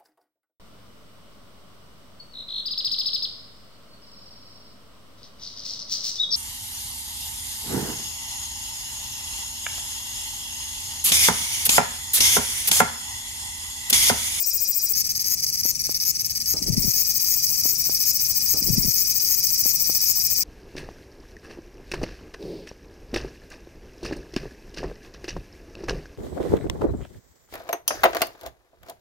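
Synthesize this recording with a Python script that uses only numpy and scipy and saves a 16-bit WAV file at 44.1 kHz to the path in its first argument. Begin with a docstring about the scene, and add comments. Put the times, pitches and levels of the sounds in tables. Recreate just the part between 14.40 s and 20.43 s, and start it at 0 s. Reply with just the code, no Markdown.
"""A throbbing cicada, its pitch swinging 14 times a second, sings at the start, pauses, and returns at 2.37 s.
A second one sings short rising syllables; its two-second passage, with far chorus, wind and taps, loops.
Both voices are rib clicks ringing resonant modes, heard through a hand-held stereo microphone close by.
Shaped noise makes the far chorus and wind; short damped waves make finger taps and lumps of a gust."""
import sys
import numpy as np
from scipy import signal
from scipy.fft import rfft, irfft, next_fast_len
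from scipy.io import wavfile
from scipy.ndimage import uniform_filter1d

SR = 44100
rng = np.random.default_rng(int(sys.argv[2]) if len(sys.argv) > 2 else 0)


def store_pcm(level_fs):
    """Save levels as 16-bit WAV."""
    pcm = np.round(np.clip(level_fs, -1, 1) * 32767).astype(np.int16)
    wavfile.write(sys.argv[1], SR, np.atleast_2d(pcm).T)


def amplitude_ratio(level_db):
    """Convert a level in decibels to the matching linear amplitude (field) ratio."""
    exponent = np.asarray(level_db, float) / 20
    return 10 ** exponent


N = 266143
TIME = np.arange(N) / SR

# Tymbal ribs buckling within one muscle cycle. Each row: share of the cycle, relative click level in dB
# into the low mode, the same into the high mode.
THROB_RIBS = [(0, 28.5, 12.5), (0.321, -7, -28), (0.517, 31, -16), (0.65, -34, 10)]
# Fixed resonances of the body. Each row: centre in Hz, width in Hz, relative level in dB,
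# change in dB at full lift of the abdomen.
THROB_BODY = [(2300, 300, -36, 0), (4920, 330, -4, -13), (4250, 220, -21, -10), (8250, 350, -17, 2),
              (10000, 1500, -17, 0), (11650, 350, -11, 3), (13200, 900, -22, 26), (14400, 1100, -30, 32)]
# Level difference of the ports; the right one faces away. Each row: frequency in Hz, left minus right in dB.
THROB_BALANCE = [(2500, 2), (4800, 1.5), (5500, -3.5), (6000, 13.5), (7500, 11.5), (8500, 25), (10000, 1.5),
                 (12000, 14.5), (15500, 20)]
# Phase difference of the ports. Each row: frequency in Hz, lead of the left in radians.
THROB_PHASE = [(3600, .3), (4400, -2), (6500, .2), (16000, .4)]
# Steady paces of the pumping abdomen. Each row: start in seconds, time of one pitch top in seconds,
# swings per second.
SWING_PACE = [(0, .155, 13.95), (1, 2.195, 14.11), (3.683, 3.683, 13.84)]
# Stretches of song. Each row: start in seconds, end in seconds, fade-in in seconds, gain in dB at first.
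THROB_SONG = [(-1, .528, .01, -20.8), (2.372, 7, .03, -22.8)]


def throbbing_cicada():
    """Frequency modulation by a pumping abdomen: lift slides the modes up and the high one flares at each top."""
    since, top, pace = np.transpose(SWING_PACE)
    row = np.searchsorted(since, TIME, "right") - 1
    swings = pace[row] * (TIME - top[row])
    lift = pumping(swings, late=.045, middle=0.45, depth=0.83, skew=0.99, smoothing=200)
    ease = 1 / (.0035 * SR)  # the abdomen eases into place with a 3.5 ms time constant
    lift = signal.lfilter([ease], [1, ease - 1], lift)
    flare = pumping(swings, late=.09, middle=0.51, depth=0.86, skew=0.98, smoothing=150)

    muscle_hz = 192.1 + .6 * np.sin(2 * np.pi * .7 * TIME)
    clicks = ribs(muscle_hz, THROB_RIBS, jitter=.0012, spread_db=1.0)
    low_hz, high_hz = 5550 + 2750 * lift, 12400 + 2900 * flare
    high_db = -15 + 28 * abs(flare) ** 0.26
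    voice = song(clicks, lift, low_hz, high_hz, high_db, (450, 1000), THROB_BODY, hiss_db=-20.0)
    near = ports(voice * amplitude_ratio(-9.5), THROB_BALANCE, THROB_PHASE, left_echo_db=-11.0, right_echo_db=-22)

    far = far_chorus(THROB_BALANCE, patchy_db=3.5) + amplitude_ratio(-21) * thin_note()
    puff_colour = [(50, -2), (150, -6.0), (500, -6.5), (1300, -19.5), (2000, -16)]  # (Hz, relative dB per Hz)
    puffs = noise(puff_colour, [(50, 2.7), (900, 10.0)], same=0.26, patchy_db=3.0)
    puffs *= amplitude_ratio(-40.0 + 15.1 * lift)

    level = np.zeros(N)
    for start, end, fade, db in THROB_SONG:
        growth_db = 0.68 * np.maximum(TIME - max(start, 0), 0)  # the song swells by 0.68 dB per second
        fade_in = np.clip((TIME - start) / fade, 0, 1) ** 2
        level += amplitude_ratio(db + growth_db) * (TIME < end) * fade_in
    return (near + puffs + amplitude_ratio(-11) * far) * uniform_filter1d(level, size=100)


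def pumping(swings, late, middle, depth, skew, smoothing):
    """Phase-skewed oscillation: a cosine of the swing count, limited to 0..1 and smoothed over some samples."""
    phase = 2 * np.pi * (swings - late) + skew * np.sin(np.pi * swings) ** 2
    return uniform_filter1d(np.clip(middle + depth * np.cos(phase), 0, 1), size=smoothing)


# Tymbal ribs of the syllable singer. Each row: share of the muscle cycle, relative click level in dB
# into the low mode, the same into the high mode.
SYLLABLE_RIBS = [(0, 9, 33), (0.199, -15, -11), (0.5, 6.5, -1), (0.718, 14.5, -24.5)]
# Fixed resonances of its body. Each row: centre in Hz, width in Hz, relative level in dB,
# change in dB per unit of lift (1500 Hz of glide).
SYLLABLE_BODY = [(2225, 310, -26.5, 2), (4809, 213, -3.5, -5.5), (5400, 410, -1, 0.5),
                 (8750, 2240, -11, 3.5), (10980, 1120, -12, 8), (11750, 480, -14.5, 12),
                 (15700, 3040, -4.5, 0)]
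# Syllables; a long one closes each phrase. Each row: start in seconds, end in seconds, top pitch in Hz,
# timed before the passage is looped.
SYLLABLES = [(0.524, 0.543, 5690), (0.549, 0.623, 7046), (0.64, 0.677, 6080), (0.689, 0.721, 6260),
             (0.75, 0.781, 6413), (0.793, 0.828, 6294), (0.841, 0.889, 6390), (0.892, 0.949, 6960),
             (0.971, 1.008, 5955), (1.02, 1.05, 6350), (1.062, 1.106, 6060), (1.123, 1.16, 6210),
             (1.172, 1.213, 6250), (1.232, 1.316, 6900), (1.348, 1.369, 5785), (1.391, 1.421, 5950),
             (1.437, 1.473, 6126), (1.492, 1.526, 6056), (1.543, 1.576, 6094), (1.598, 1.64, 6205),
             (1.648, 1.714, 6990), (1.746, 1.77, 5780), (1.79, 1.821, 6144), (1.844, 1.87, 6060),
             (1.895, 1.92, 6090), (1.95, 1.981, 6050), (2.001, 2.026, 5950), (2.056, 2.14, 6786),
             (2.163, 2.192, 5400), (2.22, 2.243, 5924), (2.264, 2.299, 5900), (2.32, 2.347, 6020),
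             (2.366, 2.397, 5795), (2.42, 2.459, 5820), (2.471, 2.521, 6570)]
# Level difference of the ports. Each row: frequency in Hz, left minus right in dB.
SYLLABLE_BALANCE = [(2500, 0), (4500, -4), (5600, 8.5), (6300, -1), (7200, 32.5), (8900, 38), (9800, 0),
                    (11000, 11.5), (12500, 20.5), (13500, 20), (15500, 16)]
# Phase difference of the ports. Each row: frequency in Hz, lead of the left in radians.
SYLLABLE_PHASE = [(2600, 0), (4500, 2.4), (5700, 3.8), (6600, 6.3), (16000, 6.6)]


def syllable_cicada():
    """A gliding resonance under a gate: each syllable starts abruptly, glides to its top and sags."""
    base_hz, high_syllable_hz = 5500, 6450
    hz, gate = np.full(N, float(base_hz)), np.full(N, amplitude_ratio(-77.0))
    last_start, last_end, last_hz = 0, 0, 0
    for start, end, top_hz in SYLLABLES:
        span = (TIME >= start) & (TIME < end)
        joined = start - last_end < .01  # follows without a gap
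        after_stub = last_end - last_start < .025
        # share of the length at which the top comes: high syllables and those joined to a stub arch over
        if joined and after_stub:
            share = .56
        elif top_hz > high_syllable_hz:
            share = .72
        else:
            share = .84
        t, top = TIME[span], start + share * (end - start)
        rising = t < top
        glide = np.where(rising, (t - start) / (top - start), 1 - ((t - top) / .033) ** 2)
        glide += .4 * glide * (1 - glide) * rising  # bowed upward
        head_hz = 447.5 * (joined and not after_stub) * rising  # a joined syllable starts higher
        hz[span] += head_hz + (top_hz - base_hz - head_hz) * np.clip(glide, 0, 1)
        gate[span] = amplitude_ratio(-24.5 - 2.5 * (last_hz > high_syllable_hz))  # weaker after a high one
        last_start, last_end, last_hz = start, end, top_hz
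    gate = signal.lfilter([.02], [1, -.98], gate)  # short ring-off
    hz = uniform_filter1d(hz, size=150)

    clicks = ribs(178 + .004 * (hz - base_hz), SYLLABLE_RIBS, jitter=.002, spread_db=2.5)
    lift = (hz - base_hz) / 1500
    high_db = -15 + 22 * np.tanh(lift / 0.37)  # the near-octave grows as the pitch rises
    voice = song(clicks, lift, hz, 1.984 * hz, high_db, (420, 700), SYLLABLE_BODY, hiss_db=-10)
    return ports(amplitude_ratio(-2.0) * gate * voice, SYLLABLE_BALANCE, SYLLABLE_PHASE,
                 left_echo_db=-10, right_echo_db=-2)


def song(clicks, lift, low_hz, high_hz, high_db, widths, body, hiss_db):
    """Source and filter: clicks with hiss ring two sliding modes and the fixed resonances of the body."""
    low, high = (evened(c) + amplitude_ratio(hiss_db) * rng.standard_normal(N) for c in clicks)
    fixed = np.zeros(N)
    for hz, width, db, change_db in body:
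        fixed += amplitude_ratio(db + change_db * lift) * ring(low, hz, width)
    return ring(low, low_hz, widths[0]) + amplitude_ratio(high_db) * ring(high, high_hz, widths[1]) + fixed


def ribs(rate_hz, pattern, jitter, spread_db):
    """Impulsive excitation: the ribs click in every muscle cycle, with uneven timing (share of a cycle) and level."""
    cycles = np.cumsum(rate_hz * np.ones(N)) / SR
    starts = np.arange(int(cycles[-1]))
    out = np.zeros((2, N))
    for share, low_db, high_db in pattern:
        late, low, high = rng.standard_normal((len(starts), 3)).T
        at = np.interp(starts + share + jitter * late, cycles, np.arange(N)).astype(int)
        out[:, at] += amplitude_ratio([low_db + spread_db * low, high_db + spread_db * high])
    return out


def ring(x, hz, width):
    """Damped resonance: shifts the curve hz to zero, lets x decay there through three poles, and shifts back."""
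    turn = np.exp(2j * np.pi * np.cumsum(hz * np.ones(N)) / SR)
    r = np.exp(-np.pi * width / SR)
    poles = np.poly([r, r ** 2, r ** 3])  # three poles give steep skirts
    return evened((turn * signal.lfilter([1], poles, x / turn)).real)


def ports(x, balance, phase, left_echo_db, right_echo_db):
    """Scattering and directivity: short scattered echoes whose colour changes slowly; ports differ."""
    lag = np.arange(int(.04 * SR)) / SR
    t60_s, turns_per_s = .022, 0.826
    echo = rng.standard_normal((3, 2, len(lag))) * amplitude_ratio(-60 * lag / t60_s) * (lag > .0005)
    echo *= amplitude_ratio([[left_echo_db], [right_echo_db]]) / np.linalg.norm(echo[0, 0])
    # three echo patterns alternate, a third of a turn apart
    turn = np.sqrt(2 / 3) * np.cos(2 * np.pi * (turns_per_s * TIME + np.arange(3)[:, None] / 3))
    echoes = signal.oaconvolve((x * turn)[:, None], echo, axes=2).sum(0)[:, :N]
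    left, right = x + echoes
    size = next_fast_len(N)
    hz = np.fft.rfftfreq(size, 1 / SR)
    turned = rfft(right, size) * np.exp(-1j * read(phase, hz)) / amplitude_ratio(read(balance, hz))
    return np.array([left, irfft(turned, size)[:N]])


# Finger taps near the right port. Each row: time in seconds, peak in dB (mean of both ports),
# frequency in Hz once the first push has settled.
TAPS = [(.858, -39, 193), (1.254, -25.5, 176), (1.493, -27, 232.8), (2.142, -27, 168.9), (2.17, -32, 127.9)]


def finger_taps():
    """Damped oscillation after an impulse: a sharp low push and a cycle of recoil, mostly on the right."""
    out, t = np.zeros((2, N)), np.arange(1500) / SR
    rise_s = 0.00017
    for s, db, hz in TAPS:
        bent = t + 0.0029 * (1 - np.exp(-t / 0.00091))  # the first push is quicker
        push = np.sin(2 * np.pi * hz * bent) * np.exp(-t * hz / 0.54)
        push *= (1 - np.exp(-t / rise_s)) ** 2
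        at = round((s - rise_s) * SR)
        out[:, at:at + len(t)] += amplitude_ratio(db) * np.outer(panned(-23), push / abs(push).max())
    return out


# Lumps of the gust on the left port. Each row: peak time in seconds, peak in dB (mean of both ports),
# frequency in Hz after the peak.
LUMPS = [(2.222, -27, 190.9), (2.304, -15.5, 122), (2.335, -22, 100.9), (2.3818, -13.5, 150.5),
         (2.453, -21.5, 150), (2.483, -21, 125)]


def gust_lumps():
    """Transient pressure waves: a few cycles that swell and die, quicker before the peak than after it."""
    out = np.zeros((2, N))
    for s, db, hz in LUMPS:
        cycles = hz * (TIME - s)
        wave = np.cos(2 * np.pi * cycles * np.where(cycles < 0, 1.54, 1))
        push = wave * np.exp(-abs(cycles) / 0.84)  # swells or dies by 1/e in 0.84 / hz seconds
        out += amplitude_ratio(db) * np.outer(panned(35), push)
    return out


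def scrape_and_hum():
    """Resonant noise: a finger slides briefly near the right port; narrow bands waver as a faint distant hum."""
    since = TIME - 2.14
    fall_db = -34.0 - 60 * abs(since) / 0.21
    scrape = ring(rng.standard_normal(N), 370, 760) * amplitude_ratio(fall_db) * (since > 0)
    hum = amplitude_ratio(-62.5) * ring(rng.standard_normal(N), 224.7, 5)
    hum += amplitude_ratio(-57) * ring(rng.standard_normal(N), 145.9, 8.9)
    return np.outer([.2, 1], scrape) + hum


# Spectrum of the far chorus. Each row: frequency in Hz, relative level in dB per Hz.
FAR = [(410, -26.5), (700, -24.5), (1600, -28), (2400, -16.5), (2870, -23.5), (3580, -30.5), (4300, -16),
       (4800, -6), (6020, 4), (7120, -3.5), (8110, 0.5), (9230, -9.5), (12000, -9.5), (13600, -7),
       (15500, -7.5)]


def far_chorus(balance, patchy_db):
    """Incoherent superposition: the far singers blend into shaped noise, partly alike in both ports."""
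    return noise(FAR, balance, same=0.45, patchy_db=patchy_db)


def thin_note():
    """Slow random frequency modulation: a distant insect holds one thin, slightly breathy note."""
    centre_hz = 2465
    hz = centre_hz + 18 * evened(uniform_filter1d(rng.standard_normal(N), size=1500))
    return np.sin(2 * np.pi * np.cumsum(hz) / SR) + .3 * ring(rng.standard_normal(N), centre_hz, 80)


# Spectrum of the wind. Each row: frequency in Hz, relative level in dB per Hz.
WIND = [(15, -28), (32, -5), (50, 1), (86, 1.5), (234, -12), (386, -18.5), (454, -28), (543, -21),
        (1200, -49), (1560, -74), (2640, -120)]


def wind():
    """Turbulent pressure noise: a low rumble, calmer at first, with a gust that also rattles higher up."""
    rise = (TIME - 2.073) / 0.21
    fall = 1 - (TIME - 2.485) / 0.038
    gust = np.clip(np.minimum(rise, fall), 0, 1)
    unevenness = evened(signal.lfilter([1], [1, -.998], rng.standard_normal((2, N))))
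    lull_db = -7 * (TIME < .54)
    gust_db = np.outer((14, 13), gust)  # lift at the left and right port
    level_db = -47.5 + lull_db + gust_db + 1.24 * unevenness
    rumble = noise(WIND, [(50, 0), (900, 0)], same=0.81, patchy_db=1.5)
    rattle = np.array([ring(v, 276, 140) for v in rng.standard_normal((2, N))])
    rattle *= amplitude_ratio(4.3 * (level_db + 33.0) - 3.0 + 1.0 * unevenness)  # grows far faster than the rumble
    return amplitude_ratio(level_db) * (rumble + rattle)


def noise(spectrum, balance, same, patchy_db):
    """Spectral shaping and partial coherence: two-channel noise with patches that drift in time and pitch."""
    frames, hz = N // 256 + 5, np.fft.rfftfreq(1024, 1 / SR)
    a, b, c, d, patches = rng.standard_normal((frames, 513, 5)).T
    patches = evened(uniform_filter1d(uniform_filter1d(patches, size=10, axis=0), size=6, axis=1))
    colour_db = read(spectrum, hz)[:, None]
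    left = (a + 1j * b) * amplitude_ratio(colour_db + patchy_db * patches)
    other = (c + 1j * d) * amplitude_ratio(colour_db + patchy_db * patches[:, ::-1])
    right = (same * left + np.sqrt(1 - same ** 2) * other) / amplitude_ratio(read(balance, hz))[:, None]
    return evened(signal.istft(np.array([left, right]), nperseg=1024, noverlap=768)[1][:, :N])


def evened(x):
    """Power normalisation: scales to rms 1."""
    return x / np.sqrt(np.mean(x ** 2) + 1e-20)


def read(points, hz):
    """Interpolation of a spectrum table on a log-frequency axis."""
    f, value = np.transpose(points)
    return np.interp(np.log(hz + 1), np.log(f + 1), value)


def panned(pan_db):
    """Level-difference panning: left and right gains of mean 1, left minus right in dB."""
    sides = amplitude_ratio([pan_db / 2, -pan_db / 2])
    return sides / sides.mean()


def scene():
    """Superposition: the syllable passage loops with a brief dip at each join, under the throbbing cicada."""
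    breeze = wind()
    passage = syllable_cicada() + amplitude_ratio(-32.0) * far_chorus(SYLLABLE_BALANCE, patchy_db=2.5)
    passage += breeze + finger_taps() + gust_lumps() + scrape_and_hum()
    first, length = round(.531 * SR), round(2.002 * SR)
    piece = passage[:, first:first + length] * signal.windows.tukey(length, .006)
    looped = np.concatenate([breeze[:, :first], piece, piece, piece], axis=1)[:, :N]
    click_at = round(5.6987 * SR)  # a brief click of overload on the left
    looped[0, click_at:click_at + 9] -= amplitude_ratio(-22) * np.hanning(9)
    return looped + throbbing_cicada()


def low_pass(x):
    """Removes everything above the highest recorded frequency."""
    return signal.sosfilt(signal.butter(12, 16820, fs=SR, output="sos"), x)


def record(dry):
    """Band limiting and overload: a steep low-pass at 15780 Hz, then peaks beyond full scale are clipped."""
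    lowpass = signal.firwin(801, 15780, window=("kaiser", 10), fs=SR)
    limited = signal.oaconvolve(dry, lowpass[None], "same")
    return low_pass(np.clip(limited, -1, 1))


dry = scene()
out = record(dry)
store_pcm(out)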